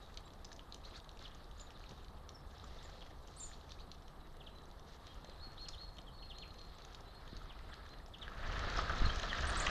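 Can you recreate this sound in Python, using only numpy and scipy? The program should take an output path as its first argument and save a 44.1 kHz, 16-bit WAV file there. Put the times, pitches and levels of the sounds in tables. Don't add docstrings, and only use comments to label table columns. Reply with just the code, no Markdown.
import sys
import numpy as np
from scipy import signal
from scipy.fft import rfft, irfft, next_fast_len
from scipy.io import wavfile
from scipy.ndimage import uniform_filter1d

SR = 44100
rng = np.random.default_rng(int(sys.argv[2]) if len(sys.argv) > 2 else 0)


def inscribe(sig):
    pcm = np.round(np.clip(np.atleast_2d(sig).T, -1, 1) * 32767)
    wavfile.write(sys.argv[1], SR, pcm.astype(np.int16))


N = 427769


def amp(db):
    return 10 ** (np.asarray(db) / 20)


def combined_gain(*db):
    return np.sqrt(sum(amp(level) ** 2 for level in db))


def unit_power(x):
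    return x / np.sqrt(np.mean(x ** 2) + 1e-20)


def value_at(points, hz):
    freqs, values = np.transpose(points)
    return np.interp(np.log(hz + 1), np.log(freqs + 1), values)


def curves(rows):
    times, *columns = np.transpose(rows)
    return [np.interp(np.arange(N) / SR, times, column) for column in columns]


def filtered(x, response):
    size = next_fast_len(N + SR // 2)
    return irfft(rfft(x, size) * response(np.fft.rfftfreq(size, 1 / SR)), size)[..., :N]


def add(track, start, sound):
    part = track[max(round(start * SR), 0):][:len(sound)]
    part += sound[:len(part)]


def noise(spectrum, patchy_db, grains=0, spread_db=0):
    spikes = (rng.random(N) < grains) * amp(spread_db * np.minimum(rng.exponential(size=N), 3))
    bands = signal.stft(rng.standard_normal(N) * (1 + spikes), nperseg=256)[2]
    drift = uniform_filter1d(uniform_filter1d(rng.standard_normal(bands.shape), 12, 0), 5, 1)
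    patches = signal.istft(bands * amp(patchy_db * unit_power(drift)), nperseg=256)[1][:N]
    return unit_power(filtered(patches, lambda hz: amp(value_at(spectrum, hz))))


def tone(hz, gain):
    return gain * np.sin(2 * np.pi * np.cumsum(hz) / SR)


def quaver(depth, samples):
    return 1 + depth * unit_power(uniform_filter1d(rng.standard_normal(SR // 8), size=50))[:samples]


# time in seconds, level in dB.
TRAFFIC_LEVELS = [(0, -55.5), (3.67, -53.5), (4.7, -55.5), (5.46, -53), (7.08, -55), (7.38, -50.5),
                  (8.19, -54.5)]
# frequency in Hz, relative level in dB.
RUMBLE_SPECTRUM = [(10, -9), (18, -0.5), (40, -0.5), (58, -6), (76, -4.5), (100, -13.5), (125, -19.5),
                   (160, -38), (280, -120)]
WIND_SPECTRUM = [(79, -23.5), (135, 3.5), (206, -3), (280, -5), (514, -5), (574, -6.5), (764, -4.5),
                 (1040, -8), (1210, -6.5), (1470, -18), (1690, -20.5), (2210, -28.5), (2600, -36.5),
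                 (3380, -63), (5720, -120)]
TWITTER_SPECTRUM = [(1290, -38), (2200, -41), (2550, -1), (3940, 6), (5310, -10), (8000, -4), (10400, -16),
                    (17600, -120)]

def background(wind_db=-60, stir_db=-5, twitter_db=-77.5):
    traffic_db, = curves(TRAFFIC_LEVELS)
    force_db, _, shake_db = raking()
    rumble = combined_gain(traffic_db, shake_db) * noise(RUMBLE_SPECTRUM, patchy_db=1.2)
    wind = combined_gain(wind_db, force_db + stir_db) * noise(WIND_SPECTRUM, patchy_db=0.86)
    return rumble + wind + amp(twitter_db) * noise(TWITTER_SPECTRUM, patchy_db=8)


# middle in seconds, length in seconds, level in dB, brightness in dB.
GNAWING = [(0.02, 0.26, -71.5, 4), (0.5, 0.15, -81, 4), (0.883, 0.078, -65, 0), (0.964, 0.053, -60.5, -1),
           (1.245, 0.083, -61.5, 0), (1.383, .14, -69, -4), (1.63, 0.2, -70.5, -1), (1.895, 0.28, -70, 2),
           (2.81, 0.54, -66, 1.5), (3.436, 0.36, -68.5, 5.5), (3.722, .12, -73, 8), (4.92, 0.096, -66.5, 3),
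           (5.11, 0.18, -67.5, 0.5), (5.363, 0.44, -73.5, -8), (5.72, 0.31, -69, 0.5), (6.5, 0.45, -75, -3),
           (6.82, 0.27, -67.5, -2.5), (7.117, 0.3, -73, -8.5), (7.353, 0.26, -67, -4),
           (7.745, 0.48, -68.5, -9)]

def gnawing():
    t, power = np.arange(0, N, 64) / SR, 1e-14
    for middle, length, db, bright_db in GNAWING:
        swell = np.exp(-(2 * (t - middle) / length) ** 4)
        power = power + swell * amp(db + bright_db * np.array([[0], [-1], [1]])) ** 2
    return [np.interp(np.arange(N) / SR, t, 10 * np.log10(row)) for row in power]


# frequency in Hz, relative level in dB.
WICKER_SPECTRUM = [(240, -32), (400, -8), (692, 3), (778, -8), (1030, -0.5), (1290, 8.5), (1460, 3),
                   (1720, 5.5), (2240, -6), (2600, -7), (3380, -8.5), (5720, -120)]
HUSK_SPECTRUM = [(1180, -26), (2000, -3.5), (2450, -8.5), (3420, 1), (3870, 3.5), (4450, 0), (5200, -6),
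                 (6760, -41), (11400, -120)]
CHAFF_SPECTRUM = [(2650, -30), (4500, -11.5), (4930, -7.5), (5450, -4.5), (6510, -7), (9500, -29),
                  (12400, -65), (20900, -120)]

def rustle():
    plain_db, dull_db, bright_db = gnawing()
    force_db, raked_db, _ = raking()
    wicker = noise(WICKER_SPECTRUM, patchy_db=2.5, grains=0.0032, spread_db=6)
    husks = noise(HUSK_SPECTRUM, patchy_db=1.8, grains=0.003, spread_db=7.5)
    chaff = noise(CHAFF_SPECTRUM, patchy_db=2.5, grains=0.0031, spread_db=8.5)
    return (combined_gain(-70.5, dull_db - 3, force_db) * wicker
            + combined_gain(-74.5, plain_db, raked_db) * husks
            + combined_gain(-84, bright_db - 11, raked_db - 11) * chaff)


# start in seconds, length in
# seconds, first and last pitch in Hz, level in dB.
CHIPS = [(0.015, .04, 3850, 3780, -60), (0.253, 0.013, 7500.0, 7400.0, -64),
         (1.251, 0.014, 3690, 2640.0, -48), (1.576, .012, 5960, 7500, -65), (1.592, .014, 4410, 3400, -57),
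         (1.599, 0.022, 7450, 6640, -55), (1.665, 0.0195, 4190, 3480, -60),
         (1.746, 0.028, 4240, 3300.0, -62), (1.859, 0.014, 4460, 3210, -56.5),
         (1.972, 0.017, 3980, 3520, -61), (2.343, 0.024, 5600, 5200, -57), (2.636, 0.014, 7540, 6830, -68),
         (2.783, 0.015, 3970, 3070, -58), (2.829, 0.039, 7860, 6600, -64), (3.01, 0.019, 3730, 2690, -53.5),
         (4.042, .055, 4120, 4050, -69), (4.2, .022, 4100, 3900, -65), (4.235, .022, 3950, 3780, -66),
         (4.4, 0.024, 3950, 2430, -55), (4.463, 0.02, 3990, 2520, -51.5), (5.31, 0.018, 4150, 2620, -61),
         (5.57, 0.019, 3720, 2810.0, -58), (5.652, 0.018, 3600, 2500, -55), (5.729, 0.026, 3850, 2850, -52),
         (6.065, 0.033, 3550, 2910, -58), (6.224, 0.011, 3470, 2450, -54.5),
         (6.297, 0.031, 3910, 2550, -50), (6.414, 0.032, 3950, 2080, -51.5), (7.04, .09, 4020, 3980, -64),
         (7.13, .07, 4250, 4280, -66), (7.489, 0.031, 3950, 2450, -56), (7.521, .028, 2440, 2400, -65),
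         (7.716, 0.021, 3710, 2870, -58), (8.135, 0.019, 3820, 2630, -50), (8.213, 0.028, 3980, 2750, -47),
         (8.77, .007, 5900, 4500, -41), (9.05, 0.022, 4450, 3800, -40), (9.092, 0.019, 2950, 3350, -41),
         (9.297, 0.025, 3500, 2850, -41.5)]

def chips():
    track = np.zeros(N)
    for start, length, first_hz, last_hz, db in CHIPS:
        progress = np.arange(round(length * SR)) / (length * SR)
        pitch = first_hz + (last_hz - first_hz) * progress
        swell = np.sin(np.pi * progress) ** 0.7
        add(track, start, tone(pitch, amp(db) * swell * quaver(0.36, len(pitch))))
    return track


def ticks(per_second, start, floor_db):
    span = N / SR - start
    when, pitch, kernel, shell = rng.random((round(per_second * span), 4)).T
    times = start + when * span
    kernel_db, shell_db = floor_db(times) - 4.5 * np.log(1 - 0.95 * np.array([kernel, shell]))
    return list(zip(times, kernel_db, 3100 + 1300 * pitch, shell_db))


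# start in seconds, kernel peak in dB, kernel pitch in Hz, shell peak in dB.
CRACKS = [(0.098, -55, 3000, -66), (0.1733, -35.5, 3880, -47), (0.279, -49, 3700, -64),
          (0.305, -51, 3860, -61), (0.3354, -55, 3100.0, -54), (0.4464, -49, 3680, -42.5),
          (0.451, -55, 4400.0, -41), (0.4911, -66, 4000, -58), (0.517, -49, 4220, -54),
          (0.521, -50, 3750, -49), (0.529, -60, 3900.0, -43), (0.5634, -62, 4500.0, -48),
          (0.593, -43.5, 3150, -65), (0.7236, -39, 4200, -63), (0.745, -44, 3880, -41.5),
          (0.9098, -48, 3190, -64), (1.0006, -48, 3970, -58), (1.0443, -52, 3930, -58),
          (1.092, -41, 3920, -51), (1.1725, -50, 3200.0, -53), (1.1925, -43.5, 3880, -56),
          (1.2244, -49, 4500, -58), (1.2794, -48, 3870, -56), (1.3164, -49, 3100, -66),
          (1.3533, -56, 3740, -58), (1.513, -48, 3600, -54), (1.5975, -51, 3600.0, -48),
          (1.612, -49, 4200.0, -51), (1.7055, -46, 2900.0, -51), (1.796, -58, 4200.0, -53),
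          (1.8395, -47, 2800, -58), (1.8927, -49, 4370, -50), (1.9094, -48, 3550, -60),
          (2.046, -46.5, 3760, -54), (2.083, -50, 4000.0, -69), (2.2915, -44.5, 4260, -42.5),
          (2.598, -48, 3830, -66), (2.6426, -53, 3500.0, -51), (2.8288, -49, 3600.0, -47),
          (3.008, -51, 4000.0, -54), (3.0244, -48, 3200.0, -64), (3.2746, -63, 4000.0, -50),
          (3.2827, -53, 3620, -58), (3.612, -48, 3740, -59), (3.7191, -42, 3700, -43),
          (3.9163, -38.5, 4100, -47), (3.9203, -56, 3700.0, -54), (4.0809, -51, 3440, -51.5),
          (4.585, -49, 3920, -63), (4.7953, -53, 3630, -50), (4.945, -56, 3800.0, -58),
          (5.0687, -47, 4060, -49), (5.246, -50, 3900.0, -50), (5.2967, -47, 4020, -59),
          (5.5321, -54, 3720, -54), (5.6845, -37, 4550, -56), (5.6881, -39, 4370, -39),
          (5.9841, -43, 3400, -49), (5.9884, -44, 3420, -61), (6.3847, -44, 4000, -45),
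          (6.542, -50, 3020, -51), (6.5857, -49, 4000.0, -59), (6.5923, -45, 4000.0, -53),
          (6.6152, -48, 4120, -57), (6.7848, -48, 3620, -53), (6.8202, -48, 4340, -61),
          (6.8496, -47, 3550, -45.5), (6.926, -52, 3900.0, -65), (6.9469, -42, 4080, -50),
          (6.952, -52, 4400.0, -53), (7.007, -61, 3950, -51), (7.2775, -49, 3820, -57),
          (7.367, -46, 4430, -45.5), (7.374, -54, 4100.0, -53), (7.4572, -53, 3300.0, -56),
          (7.5904, -51.5, 3600.0, -66), (7.7351, -46, 3800.0, -56), (7.7405, -44, 4240, -60),
          (7.8643, -54, 3920, -58), (7.986, -54, 4100, -59), (8.0616, -52, 3400.0, -49),
          (8.1858, -51, 3740, -59), (8.228, -46, 3200.0, -54), (8.2804, -44, 3000.0, -62),
          (8.5193, -42, 3200.0, -47), (8.5926, -42, 4300.0, -39), (8.7834, -39, 3300.0, -39.5),
          (9.1592, -42, 3700.0, -36.5), (9.1973, -38, 3860, -40), (9.2325, -32.5, 3220, -41),
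          (9.331, -35, 3430, -48), (9.3847, -33, 3100.0, -45), (9.6662, -25.5, 3480, -33),
          (9.6698, -25, 2820, -43)]

def cracks():
    track, t = np.zeros(N), np.arange(SR // 60) / SR
    faint_ticks = ticks(per_second=8, start=0, floor_db=lambda times: -64)
    for start, kernel_db, kernel_hz, shell_db in [*CRACKS, *faint_ticks, *crunches()]:
        burst = rng.standard_normal(len(t)) * amp(-60 * t / 0.014)
        burst[0] = 2.7
        splinter_db = min(shell_db, -46) - 4.5
        rings = [(kernel_db, kernel_hz, 1600), (shell_db, 5500, 2600), (splinter_db, 11000, 9000)]
        for db, hz, width_hz in rings:
            ring = t * np.exp(-np.pi * width_hz * t) * np.sin(2 * np.pi * hz * t)
            struck = np.convolve(burst, ring[:160])[:len(t)]
            add(track, start, amp(db) * struck / np.abs(struck).max())
    return track


# start in seconds, level in dB before the low end is cut.
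SNAPS = [(0.1733, -44), (0.2079, -39), (0.7442, -33), (4.37, -39), (5.688, -40), (5.7508, -39),
         (7.0045, -45), (7.1516, -42)]

def snaps(pitch_hz=12400, fade_s=0.0001, low_cut_hz=4000):
    track, t = np.zeros(N), np.arange(SR // 500) / SR
    for start, db in SNAPS:
        add(track, start, amp(db) * np.exp(-t / fade_s) * np.cos(2 * np.pi * pitch_hz * t))
    return filtered(track, lambda hz: hz ** 2 / (hz ** 2 + low_cut_hz ** 2))


# start in seconds, length in seconds, note in Hz, level in dB.
WHISTLES = [(.24, 0.039, 3900, -62), (4.49, 0.11, 4010, -65.5), (5.043, .05, 4040, -64),
            (5.068, 0.061, 3216, -64), (5.23, 0.11, 4090, -65), (5.398, 0.084, 4280, -52.5),
            (5.579, .082, 4240, -48.5), (5.779, 0.076, 4254, -49.5), (6.11, 0.087, 4335, -63.5),
            (6.189, 0.086, 4250, -54.5), (6.349, 0.088, 4225, -53), (6.542, 0.088, 4220, -57.5),
            (7.296, 0.044, 4230, -60), (7.882, 0.07, 4090, -60)]

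def whistles():
    track = np.zeros(N)
    for start, length, note_hz, db in WHISTLES:
        t = np.arange(0, length, 1 / SR)
        scoop = 1.04 - 0.2 * np.exp(-t / 0.011) - 0.55 * t
        swell = np.clip(t / 0.04, 0.55, 1) * np.clip((length - t) / 0.0056, 0, 1)
        add(track, start, tone(note_hz * scoop, amp(db) * swell * quaver(0.16, len(t))))
    return track


# start in seconds, level in dB, pitch in Hz.
KNOCKS = [(0.518, -47, 1720), (1.919, -45, 497), (2.64, -44, 1190), (3.515, -50, 1780), (5.239, -47, 248),
          (5.245, -44, 680), (5.29, -42, 550), (5.47, -47, 260), (7.329, -44, 330), (7.417, -48, 1350),
          (7.457, -49, 1250), (7.508, -49, 1150), (7.591, -52, 1980), (7.734, -46, 1700),
          (8.001, -51, 1850), (8.26, -49, 1110), (8.28, -36, 1650), (8.318, -43, 1250), (8.79, -25, 1250),
          (8.8965, -27.5, 1490), (9.018, -28.5, 270), (9.33, -26, 1820), (9.666, -28.5, 1980),
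          (9.67, -27.5, 1160), (9.68, -28, 1210)]

def knocks():
    track, t = np.zeros(N), np.arange(SR // 10) / SR
    for start, db, hz in KNOCKS:
        ring = np.sin(2 * np.pi * hz * t) * amp(-60 * t / 0.02)
        scuff = uniform_filter1d(rng.standard_normal(len(t)), size=6) * amp(-60 * t / 0.011)
        add(track, start, amp(db) * (ring + 0.11 * scuff))
    return track


# start in seconds, base level in dB.
NASAL_CALLS = [(.828, -55), (0.936, -54), (3.413, -56.5), (3.511, -56), (3.686, -54), (3.781, -55.5)]
# time into the call in seconds, base pitch in Hz.
NASAL_RISE = [(0, 996), (.014, 1370), (0.021, 1813), (.031, 2280), (.046, 2330)]
# multiple of the base pitch, level change in dB.
NASAL_OVERTONES = [(2, -3), (3, -10), (4, -15)]
# frequency in Hz, level change in dB.
BEAK_RESPONSE = [(1900, -13), (2400, -3.5), (3000, -12), (3900, 5), (4700, -4.5), (6800, -10), (7600, -30)]

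def nasal_calls():
    track = np.zeros(N)
    times, hz = np.transpose(NASAL_RISE)
    t = np.arange(0, times[-1], 1 / SR)
    pitch = np.interp(t, times, hz)
    swell = np.sqrt(np.sin(np.pi * t / times[-1]))
    for start, db in NASAL_CALLS:
        rasp = swell * quaver(0.7, len(t))
        for multiple, overtone_db in NASAL_OVERTONES:
            gain = amp(db + overtone_db + value_at(BEAK_RESPONSE, multiple * pitch))
            add(track, start, tone(multiple * pitch, gain * rasp))
    return track


# middle in seconds, peak in dB, length in seconds.
THUMPS = [(1.912, -41.5, 0.0078), (1.926, -47, 0.006), (2.349, -49, 0.0042), (5.48, -44, 0.01),
          (7.334, -43, 0.006), (9.018, -21, 0.021), (9.048, -22, 0.018), (9.066, -27, 0.0072),
          (9.085, -32, 0.028)]

def thumps():
    track, t = np.zeros(N), np.arange(SR // 10) / SR
    for k, (middle, db, length) in enumerate(THUMPS):
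        distance = 8 * ((t - 0.05) / length) ** 2
        add(track, middle - 0.05, (-1) ** k * amp(db) * (1 - distance) * np.exp(-distance))
    return track


# time in seconds, level in dB.
FLYBY_LEVELS = [(2.68, -90), (2.74, -65), (2.9, -66), (3.03, -65), (3.12, -65), (3.17, -88)]
# frequency in Hz, relative level in dB.
FEATHER_SPECTRUM = [(150, -20), (300, 2), (700, 6), (1400, -12.5), (1950, 2.5), (2500, -19), (4000, -5),
                    (8000, -28), (12000, -58)]

def wings(beats_per_s=23.4):
    strokes = np.cos(np.pi * beats_per_s * (np.arange(N) / SR - 2.982)) ** 6
    return amp(curves(FLYBY_LEVELS)[0]) * unit_power(strokes) * noise(FEATHER_SPECTRUM, patchy_db=0.7)


def add_high_note(track, points, undertone_db=-18):
    times, hz, db = np.transpose(points)
    t = np.arange(times[0], times[-1], 1 / SR)
    fade = np.clip(np.minimum(t - times[0], times[-1] - t) / 0.0026, 0, 1)
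    pitch = np.interp(t, times, hz)
    gain = amp(np.interp(t, times, db)) * fade * quaver(0.16, len(t))
    add(track, times[0], tone(pitch, gain) + tone(pitch / 2, amp(undertone_db) * gain))


# time in seconds before stretching, pitch in Hz, level change in dB.
ZIGZAG_SHAPE = [(0, 7400, -4), (.009, 8300, -1), (0.017, 9600, -5), (0.024, 8750, 0), (.034, 9650, -4),
                (.044, 5800, 6)]
# start in seconds, base level in dB, time stretch (over 1 is slower).
ZIGZAGS = [(3.363, -53, 1.02), (9.468, -47, 0.87)]
# start in seconds, length in seconds, first and last pitch in Hz,
# level in dB, random pitch scatter in Hz.
SEEPS = [(3.396, .082, 7490, 6790, -48.5, 40), (3.416, 0.079, 8630, 8300, -58.5, 150)]
# start and climb time in seconds, first pitch in Hz, level in dB.
HOOKS = [(9.569, 0.016, 7440, -42.5), (9.598, .016, 6260, -37.5)]

def high_calls(waver_hz=200, wavers_per_s=33, top_hz=9100, end_hz=5500, hold_s=0.004, drop_s=0.006):
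    track = np.zeros(N)
    for start, db, stretch in ZIGZAGS:
        points = [(start + stretch * at, hz, db + change) for at, hz, change in ZIGZAG_SHAPE]
        add_high_note(track, points, undertone_db=-8)
    for start, length, first_hz, last_hz, db, scatter_hz in SEEPS:
        t = np.linspace(0, length, num=24)
        pitch = first_hz + (last_hz - first_hz) * t / length
        pitch += waver_hz * np.cos(2 * np.pi * wavers_per_s * t)
        pitch += scatter_hz * rng.standard_normal(len(t))
        add_high_note(track, np.c_[start + t, pitch, db - 12 * (t / length) ** 4])
    for start, climb, hz, db in HOOKS:
        top = start + climb
        rise = [(start, hz, db), (start + climb / 2, (hz + top_hz) / 2, db), (top, top_hz, db - 15)]
        fall = [(top + hold_s, top_hz, db - 15), (top + hold_s + drop_s, end_hz, db)]
        add_high_note(track, rise + fall)
    return track


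# time in seconds, force on the tray in dB,
# then the dB added to that force for the husks and for the shaking mount.
RAKING = [(8.05, -84, -14, 0), (8.23, -60, -9, -2), (8.35, -55, -13.5, 4), (8.47, -47, -11, 7.5),
          (8.65, -45.5, -9, 3), (8.78, -43, -6.5, 1.5), (8.88, -44.5, -10.5, 2.5), (9.05, -44.5, -6.5, 3.5),
          (9.27, -48, -5.5, 2.5), (9.45, -44, -7.5, 6.5), (9.7, -41.5, -6.5, 0.5)]

def raking():
    force_db, husks_db, shake_db = curves(RAKING)
    return force_db, force_db + husks_db, force_db + shake_db


def crunches():
    at, force_db, husks_db, _ = np.transpose(RAKING)
    crunch_db = force_db + husks_db + 1.5
    return ticks(per_second=65, start=at[0], floor_db=lambda times: np.interp(times, at, crunch_db))


# frequency in Hz, seconds to fade by 60 dB before stretching.
ECHO_TIMES = [(300, 0.3), (4000, 0.27), (10000, 0.25)]

def tree_echo(sound, stretch):
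    hz, t, bands = signal.stft(rng.standard_normal(SR), SR, nperseg=256)
    fade_s = stretch * value_at(ECHO_TIMES, hz)[:, None]
    tail = signal.istft(bands * amp(-60 * t / fade_s), SR, nperseg=256)[1]
    return signal.fftconvolve(sound, tail / np.linalg.norm(tail))[:N]


def scene():
    tray = cracks() + snaps() + knocks() + thumps()
    near_birds = chips()
    far_birds = whistles()
    near_birds += nasal_calls() + high_calls()
    echo = tree_echo(amp(-9.5) * tray + amp(-6) * near_birds, stretch=1)
    echo += tree_echo(amp(-4) * far_birds, stretch=2.3)
    return (background() + rustle() + wings() + tray + near_birds + far_birds + echo)[None]


# frequency in Hz, relative level in dB.
MIC_RESPONSE = [(7000, 0), (9000, -3.5), (14000, -23)]
HISS_SPECTRUM = [(2940, -52), (5000, -10), (5590, -31.5), (7590, 1.5), (13000, 1.5), (14000, -2)]

def record(dry, hiss_db=-80, top_hz=14050):
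    heard = filtered(dry, lambda hz: amp(value_at(MIC_RESPONSE, hz)))
    hiss = amp(hiss_db) * noise(HISS_SPECTRUM, patchy_db=-1)
    return filtered(heard + hiss, lambda hz: hz < top_hz)


dry = scene()
out = record(dry)
inscribe(out)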